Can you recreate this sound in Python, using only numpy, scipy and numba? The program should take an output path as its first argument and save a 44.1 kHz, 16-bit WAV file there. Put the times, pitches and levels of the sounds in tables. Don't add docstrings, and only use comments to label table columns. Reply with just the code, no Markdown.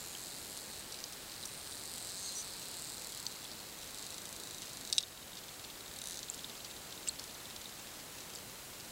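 import sys
import numpy as np
from scipy import signal
from scipy.fft import rfft, irfft
from scipy.io import wavfile
from scipy.ndimage import uniform_filter1d
from numba import njit

SR = 44100
rng = np.random.default_rng(int(sys.argv[2]) if len(sys.argv) > 2 else 0)


def transcribe(signal):
    frames = np.atleast_2d(signal).T
    limited = np.clip(frames, -1, 1)
    pcm = np.round(limited * 32767).astype(np.int16)
    wavfile.write(sys.argv[1], SR, pcm)


N = 392931
TIME = np.arange(N) / SR
TOP_HZ = 15800


def undb(db):
    return 10 ** (np.asarray(db) / 20)


def unit(x):
    return x / np.sqrt(np.mean(x ** 2))


def curves(rows):
    times, *columns = np.transpose(rows)
    return [np.interp(TIME, times, column) for column in columns]


def during(rows):
    return (TIME >= rows[0][0]) & (TIME <= rows[-1][0])


def add(out, start, x):
    i = max(int(start * SR), 0)
    out[i:i + len(x)] += x[:max(len(out) - i, 0)]


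def fade(t60):
    return np.exp(-np.log(1000) * TIME[:4096] / t60)


def colour_db(colour, hz):
    knots_hz, db = np.transpose(colour)
    return np.interp(np.log(hz + 1), np.log(knots_hz), db)


def resonate(x, hz, width_hz):
    return signal.lfilter(*signal.iirpeak(hz, hz / width_hz, fs=SR), x)


@njit
def moving_resonance(x, hz, width_hz):
    y, band, low = np.empty(len(x)), 0., 0.
    for i in range(len(x)):
        g, damping = np.tan(np.pi * hz[i] / SR), width_hz / hz[i]
        v = (band + g * (x[i] + 1e-18 - low)) / (1 + g * (g + damping))
        band, low, y[i] = 2 * v - band, low + 2 * g * v, damping * v
    return y


def scatter(x, wet_db, t60):
    tails = [fade(t60) * rng.standard_normal(4096) for _ in range(2)]
    first, second = (signal.fftconvolve(x, tail / np.linalg.norm(tail))[:N] for tail in tails)
    swell = 2 * np.pi * 2.7 * TIME
    return x + undb(wet_db) * (np.cos(swell) * first + np.sin(swell) * second)


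def smear(pulses, t60):
    return signal.fftconvolve(pulses, fade(t60))[:N] * rng.standard_normal(N)


def click_shape(colour, tilt_db=0, chirp_s=0, size=512):
    hz = np.fft.rfftfreq(size, 1 / SR)
    db = colour_db(colour, hz) + tilt_db * np.log2(np.maximum(hz, 6000) / 6000)
    cepstrum = irfft(np.log(undb(db)))
    cepstrum[1:size // 2] *= 2
    cepstrum[size // 2 + 1:] = 0
    pulse = irfft(np.exp(rfft(cepstrum) - 1j * np.pi * chirp_s * hz ** 2 / TOP_HZ))
    return pulse * np.sqrt(SR / 1000) / np.linalg.norm(pulse)


def click_times(rate_rows):
    rate, = curves(rate_rows)
    cycles = np.ceil(np.cumsum(rate * during(rate_rows)) / SR)
    return TIME[np.diff(cycles, prepend=0) > 0]


def impulses(rate_rows, level_rows, uneven_db=1.5):
    at = np.searchsorted(TIME, click_times(rate_rows))
    db, = curves(level_rows)
    out = np.zeros(N)
    out[at] = undb(db[at] + uneven_db * rng.standard_normal(N)[:len(at)])
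    return out


def strays(per_s, db, spread_db=2, low_hz=3700, high_hz=7500):
    wait, weakness, pitch = rng.random((40, 3)).T
    times = np.cumsum(-np.log(1 - wait)) / per_s
    hz = low_hz * (high_hz / low_hz) ** pitch
    return list(zip(times, db - spread_db * (2 * weakness - 1), hz))


def sea():
    # (frequency [Hz], relative level [dB])
    colour = [(12, -37), (20, -4), (144, -2), (259, -3), (333, -3.5), (519, -4.5), (746, -6), (811, -6),
              (958, -7), (1040, -7.5), (2470, -9.5), (4190, -9), (7110, -10), (7950, -11), (15500, -15)]
    # (centre [Hz], width [Hz], lift [dB])
    humps = [(3970, 610, 2), (5620, 1200, -1.5), (7750, 1100, 2)]
    hz = np.fft.rfftfreq(N, 1 / SR)
    db = colour_db(colour, hz)
    db += sum(lift * np.exp(-(2 * (hz - centre) / width) ** 2) for centre, width, lift in humps)
    db += 20 * np.log10((hz + 1) / np.hypot(hz, 30))
    hiss = irfft(rfft(rng.standard_normal(N)) * undb(db) * (hz < TOP_HZ), N)
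    shrimp = rng.random(N) < 60 / SR
    grains = shrimp * undb(3.3 * np.minimum(rng.exponential(size=N), 3))
    crackle = scatter(resonate(resonate(grains, 4100, 4400), 5000, 5600), wet_db=0, t60=.016)
    return undb(-49.5) * unit(hiss) + undb(-60) * unit(crackle)


def buzz():
    # (time [s], rate [clicks/s])
    rate = [(0, 126), (.6, 146), (1.25, 118), (1.75, 138), (2.13, 192), (2.7, 186), (3.1, 104), (4.9, 105)]
    # (time [s], level [dB])
    level = [(0, -65), (.3, -59), (.95, -59), (1.2, -62), (1.33, -57), (1.55, -58.5), (2.27, -54.5),
             (2.6, -57.5), (2.95, -56.5), (3.55, -57.5), (3.88, -62), (3.97, -55), (4.15, -60),
             (4.9, -59.5)]
    # (time [s], level over the lower [dB], centre [Hz])
    turning = [(0, 3.5, 7600), (.6, -1, 8350), (1.28, -3.5, 8240), (1.55, 2.5, 8850), (2.15, 1, 8060),
               (2.57, -2, 8260), (2.9, 3, 7910), (3.5, -5, 7840), (4.05, -1, 7840), (4.9, -3, 7700)]
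    db, = curves(level)
    upper_db, upper_hz = curves(turning)
    pulses = impulses(rate, [(0, 0)])
    blurred = unit(pulses) + undb(2.5) * unit(smear(pulses, t60=.021))
    lower = resonate(resonate(resonate(blurred, 3930, 800), 5000, 1400), 4370, 1800)
    upper = moving_resonance(blurred, upper_hz, width_hz=2000.)
    upper = moving_resonance(upper, upper_hz, width_hz=2400.)
    return undb(db) * (unit(lower) + undb(upper_db) * unit(upper))


def whistle():
    # (time [s], pitch [Hz], level [dB])
    glide = [(0, 7380, -55), (.08, 7030, -56), (.16, 6460, -61), (.27, 6200, -68)]
    hz, db = curves(glide)
    tone = during(glide) * undb(db) * np.sin(2 * np.pi * np.cumsum(hz) / SR)
    return scatter(tone, wet_db=-3, t60=.05)


def near_sweeps():
    # (time [s], rate [clicks/s])
    fast_rate = [(.0059, 88.09), (.555, 99.91), (.81, 92.91)]
    slow_rate = [(1.6894, 45.16), (1.85, 50.61), (2.149, 39.57), (2.229, 31.49), (2.69, 34.21),
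                 (2.882, 41.29), (3.255, 36.9), (3.37, 17.55)]
    # (time [s], level [dB])
    fast_level = [(0, -41.5), (.45, -43.5), (.81, -47)]
    slow_level = [(1.69, -46), (1.86, -40), (2.55, -41.5), (3.15, -39), (3.37, -46)]
    # (frequency [Hz], relative level [dB])
    colour = [(1500, -39), (3000, -26), (4200, 5.5), (5500, -10), (7000, 2), (8200, 0.5), (9600, -4.5),
              (11000, -1), (13000, -7), (15500, -22)]
    pulses = impulses(fast_rate, fast_level) + impulses(slow_rate, slow_level)
    clicks = signal.fftconvolve(pulses, click_shape(colour, chirp_s=.0001))[:N]
    return scatter(clicks, wet_db=-8, t60=.014)


def bubbles():
    # (time [s], level [dB], pitch [Hz])
    clear = [(.151, -31, 3170), (.795, -29, 8200), (1.436, -32, 3870), (1.855, -31, 7320),
             (3.266, -23.5, 4580), (3.452, -32.5, 3430), (5.035, -27, 3680), (6.2997, -18.5, 7400),
             (6.444, -30.5, 3640), (7.0742, -28, 2810), (7.0862, -16, 7640), (7.0886, -16, 8180),
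             (7.093, -21, 4180), (7.657, -32.5, 3770), (8.352, -26, 7600)]
    out = np.zeros(N)
    for start, db, hz in list(clear) + strays(per_s=1.6, db=-37):
        t60 = 43 / hz
        envelope = fade(t60) * (1 - fade(.0015))
        t = TIME[:len(envelope)]
        rise = 1 + .005 * np.minimum(t / t60, 1)
        add(out, start, undb(db) * envelope * np.sin(2 * np.pi * hz * t * rise))
    return scatter(out, wet_db=-10, t60=.02)


def snaps():
    # (time [s], level [dB], centre [Hz], t60 [s])
    clear = [(.574, -31, 6450, 0.0085), (.923, -32, 4950, 0.013), (1.040, -26.5, 4600, .008),
             (1.1251, -35, 8500, .005), (1.455, -29.5, 7000, .025), (1.9375, -33, 7500, .0041),
             (3.2655, -27, 5470, 0.014), (5.005, -29, 4150, 0.033), (5.0275, -30, 5500, .009),
             (5.370, -36.5, 4100, .11), (6.344, -31, 6500, .014), (6.646, -31, 4700, .035),
             (6.925, -32.5, 3880, 0.016), (7.0762, -23, 6800, .004), (7.08, -35, 4600, .03),
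             (7.195, -28.5, 5170, .02), (7.563, -30, 4660, 0.0054), (8.205, -33.5, 5000, .025),
             (8.358, -34, 4530, .012)]
    faint = [(*row, .014) for row in strays(per_s=1.5, db=-35)]
    out = np.zeros(N)
    for start, db, hz, t60 in list(clear) + faint:
        decay = fade(t60)
        noise = decay * rng.standard_normal(len(decay))
        burst = resonate(resonate(noise, hz, .69 * hz), hz, hz)
        add(out, start, undb(db) * burst / np.abs(burst).max())
    out = signal.sosfilt(signal.butter(4, 3100, "high", fs=SR, output="sos"), out)
    return scatter(out, wet_db=-7, t60=.03)


def squeal():
    # (time [s], rate [clicks/s])
    pace = [(2.16, 552), (2.225, 526), (2.253, 546), (2.295, 522), (2.35, 523), (2.359, 533), (2.405, 540),
            (2.432, 560)]
    # (time [s], head resonance [Hz], level [dB], low resonance against the head's [dB])
    swells = [(2.16, 6370, -51, -20), (2.22, 6260, -49, -12), (2.255, 6440, -41.5, -2),
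              (2.3, 6400, -43.5, 5), (2.35, 6650, -48, 1), (2.36, 5940, -39.5, -20),
              (2.405, 6080, -39, -15), (2.432, 6300, -55, -14)]
    on = during(pace)
    rate, head_hz, db, low_db = (curve[on] for curve in curves(pace) + curves(swells))
    waver = .0037 * unit(uniform_filter1d(rng.standard_normal(len(rate)), size=80))
    phase = 2 * np.pi * np.cumsum(rate * (1 + waver)) / SR
    harmonics = np.arange(6, 23)[:, None]
    hz = harmonics * rate
    head = 1 / (1 + ((hz - head_hz) / 370) ** 4)
    low = undb(low_db) / (1 + ((hz - 4250) / 250) ** 2)
    skirt = undb(-9) / (1 + ((hz - 8100) / 1200) ** 4)
    gains = head + low + skirt
    out = np.zeros(N)
    out[on] = undb(db) * np.sum(gains * np.sin(harmonics * phase), axis=0) / np.linalg.norm(gains, axis=0)
    return out


def scanning_clicks(uneven_db=1.3):
    # (time [s], rate [clicks/s])
    scan_rate = [(3.788, 38.157), (3.9571, 24.383), (4.3017, 27.838), (4.6672, 26.776), (4.851, 24.8),
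                 (4.856, 45), (4.905, 37)]
    flurry_rate = [(4.9435, 190), (4.952, 130), (4.977, 98)]
    burst_rate = [(5.9386, 43.99), (6.0122, 33.36), (6.0883, 81.96), (6.1267, 91.73), (6.206, 35.4),
                  (6.215, 12), (6.235, 12)]
    # (time [s], level [dB], treble tilt [dB/octave])
    scan_beam = [(3.79, -43, -2), (4.08, -37, -2), (4.23, -39.5, -3), (4.38, -38.5, -1.5),
                 (4.82, -39, -4.5), (4.9, -36, -8)]
    flurry_beam = [(4.94, -40, -24), (4.98, -39, -12)]
    burst_beam = [(5.94, -43, 2), (6.06, -35, 3), (6.12, -38, -1), (6.185, -33, -15), (6.23, -35.5, -23)]
    # (frequency [Hz], relative level [dB])
    colour = [(1500, -33), (3000, -28), (3800, 4.5), (4700, -3.5), (5300, -8), (6000, 2.5), (6800, -1),
              (7600, 0), (9700, -1.5), (11200, -6), (12200, -14.5), (15500, -23)]
    out = np.zeros(N)
    for rate, beam in ((scan_rate, scan_beam), (flurry_rate, flurry_beam), (burst_rate, burst_beam)):
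        times, level_db, treble_db = np.transpose(beam)
        for start in click_times(rate):
            db = np.interp(start, times, level_db) + uneven_db * rng.standard_normal()
            tilt_db = np.interp(start, times, treble_db)
            chirp_s = .0005 + .00006 * max(-tilt_db, 0)
            add(out, start, undb(db) * click_shape(colour, tilt_db, chirp_s))
    return scatter(out, wet_db=-5.5, t60=.047)


def cracks():
    # (time [s], level [dB], echo lag [s], echo gain [dB], lift of modes under 4 kHz [dB])
    hits = [(4.9268, -13.5, .0039, -4, -6.5), (4.9815, -11, .0035, -3.5, 1)]
    # (frequency [Hz], relative level [dB], t60 [s])
    modes = [(2670, -9.5, 0.0053), (3750, 1, 0.0088), (4320, -8, 0.009), (4850, -2.5, 0.0045),
             (5360, -7, 0.008), (6100, -4.5, 0.005), (6950, -8, 0.0044), (8120, 4, 0.0031),
             (9600, -16, 0.0043), (11800, -14, .003)]
    attack = 1 - fade(.003)
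    t = TIME[:len(attack)]
    out = np.zeros(N)
    for start, db, lag, echo_db, low_db in hits:
        ring = 0
        for hz, mode_db, t60 in modes:
            decay = fade(t60) * undb(mode_db + low_db * (hz < 4000))
            ring += decay * np.sin(2 * np.pi * (hz * t + rng.random()))
        crack = ring * attack * undb(db)
        add(out, start, crack)
        add(out, start + lag, -undb(echo_db) * crack)
    return scatter(out, wet_db=-10, t60=.059)


def far_ticks():
    # (time [s], rate [clicks/s])
    rate = [(5.07, 19.17), (5.95, 18.8), (7.9, 18.8)]
    # (time [s], level [dB])
    level = [(5.07, -64.5), (6.45, -58.5), (7.65, -61.5), (7.9, -70)]
    # (frequency [Hz], relative level [dB])
    colour = [(1500, -48), (2800, -1), (3600, 11.5), (4700, 6), (5800, -17), (7500, 5), (10000, -19),
              (15000, -24)]
    bursts = smear(impulses(rate, level), t60=.027)
    return signal.fftconvolve(bursts, click_shape(colour))[:N]


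def scene():
    dolphins = near_sweeps() + scanning_clicks() + far_ticks() + buzz() + squeal() + whistle()
    mono = dolphins + cracks() + snaps() + bubbles() + sea()
    return np.array([mono, mono])


def record(dry, threshold=.11, release_s=.295):
    excess = np.maximum(np.abs(dry[0]) - threshold, 1e-9)
    release = TIME / release_s
    held = np.exp(np.maximum.accumulate(np.log(excess) + release) - release)
    duck = signal.lfilter([1 / 400], [1, 1 / 400 - 1], held)
    ducked = dry / (1 + 1.4 * duck)
    return signal.sosfilt(signal.ellip(10, .1, 70, TOP_HZ, fs=SR, output="sos"), ducked)


dry = scene()
out = record(dry)
transcribe(out)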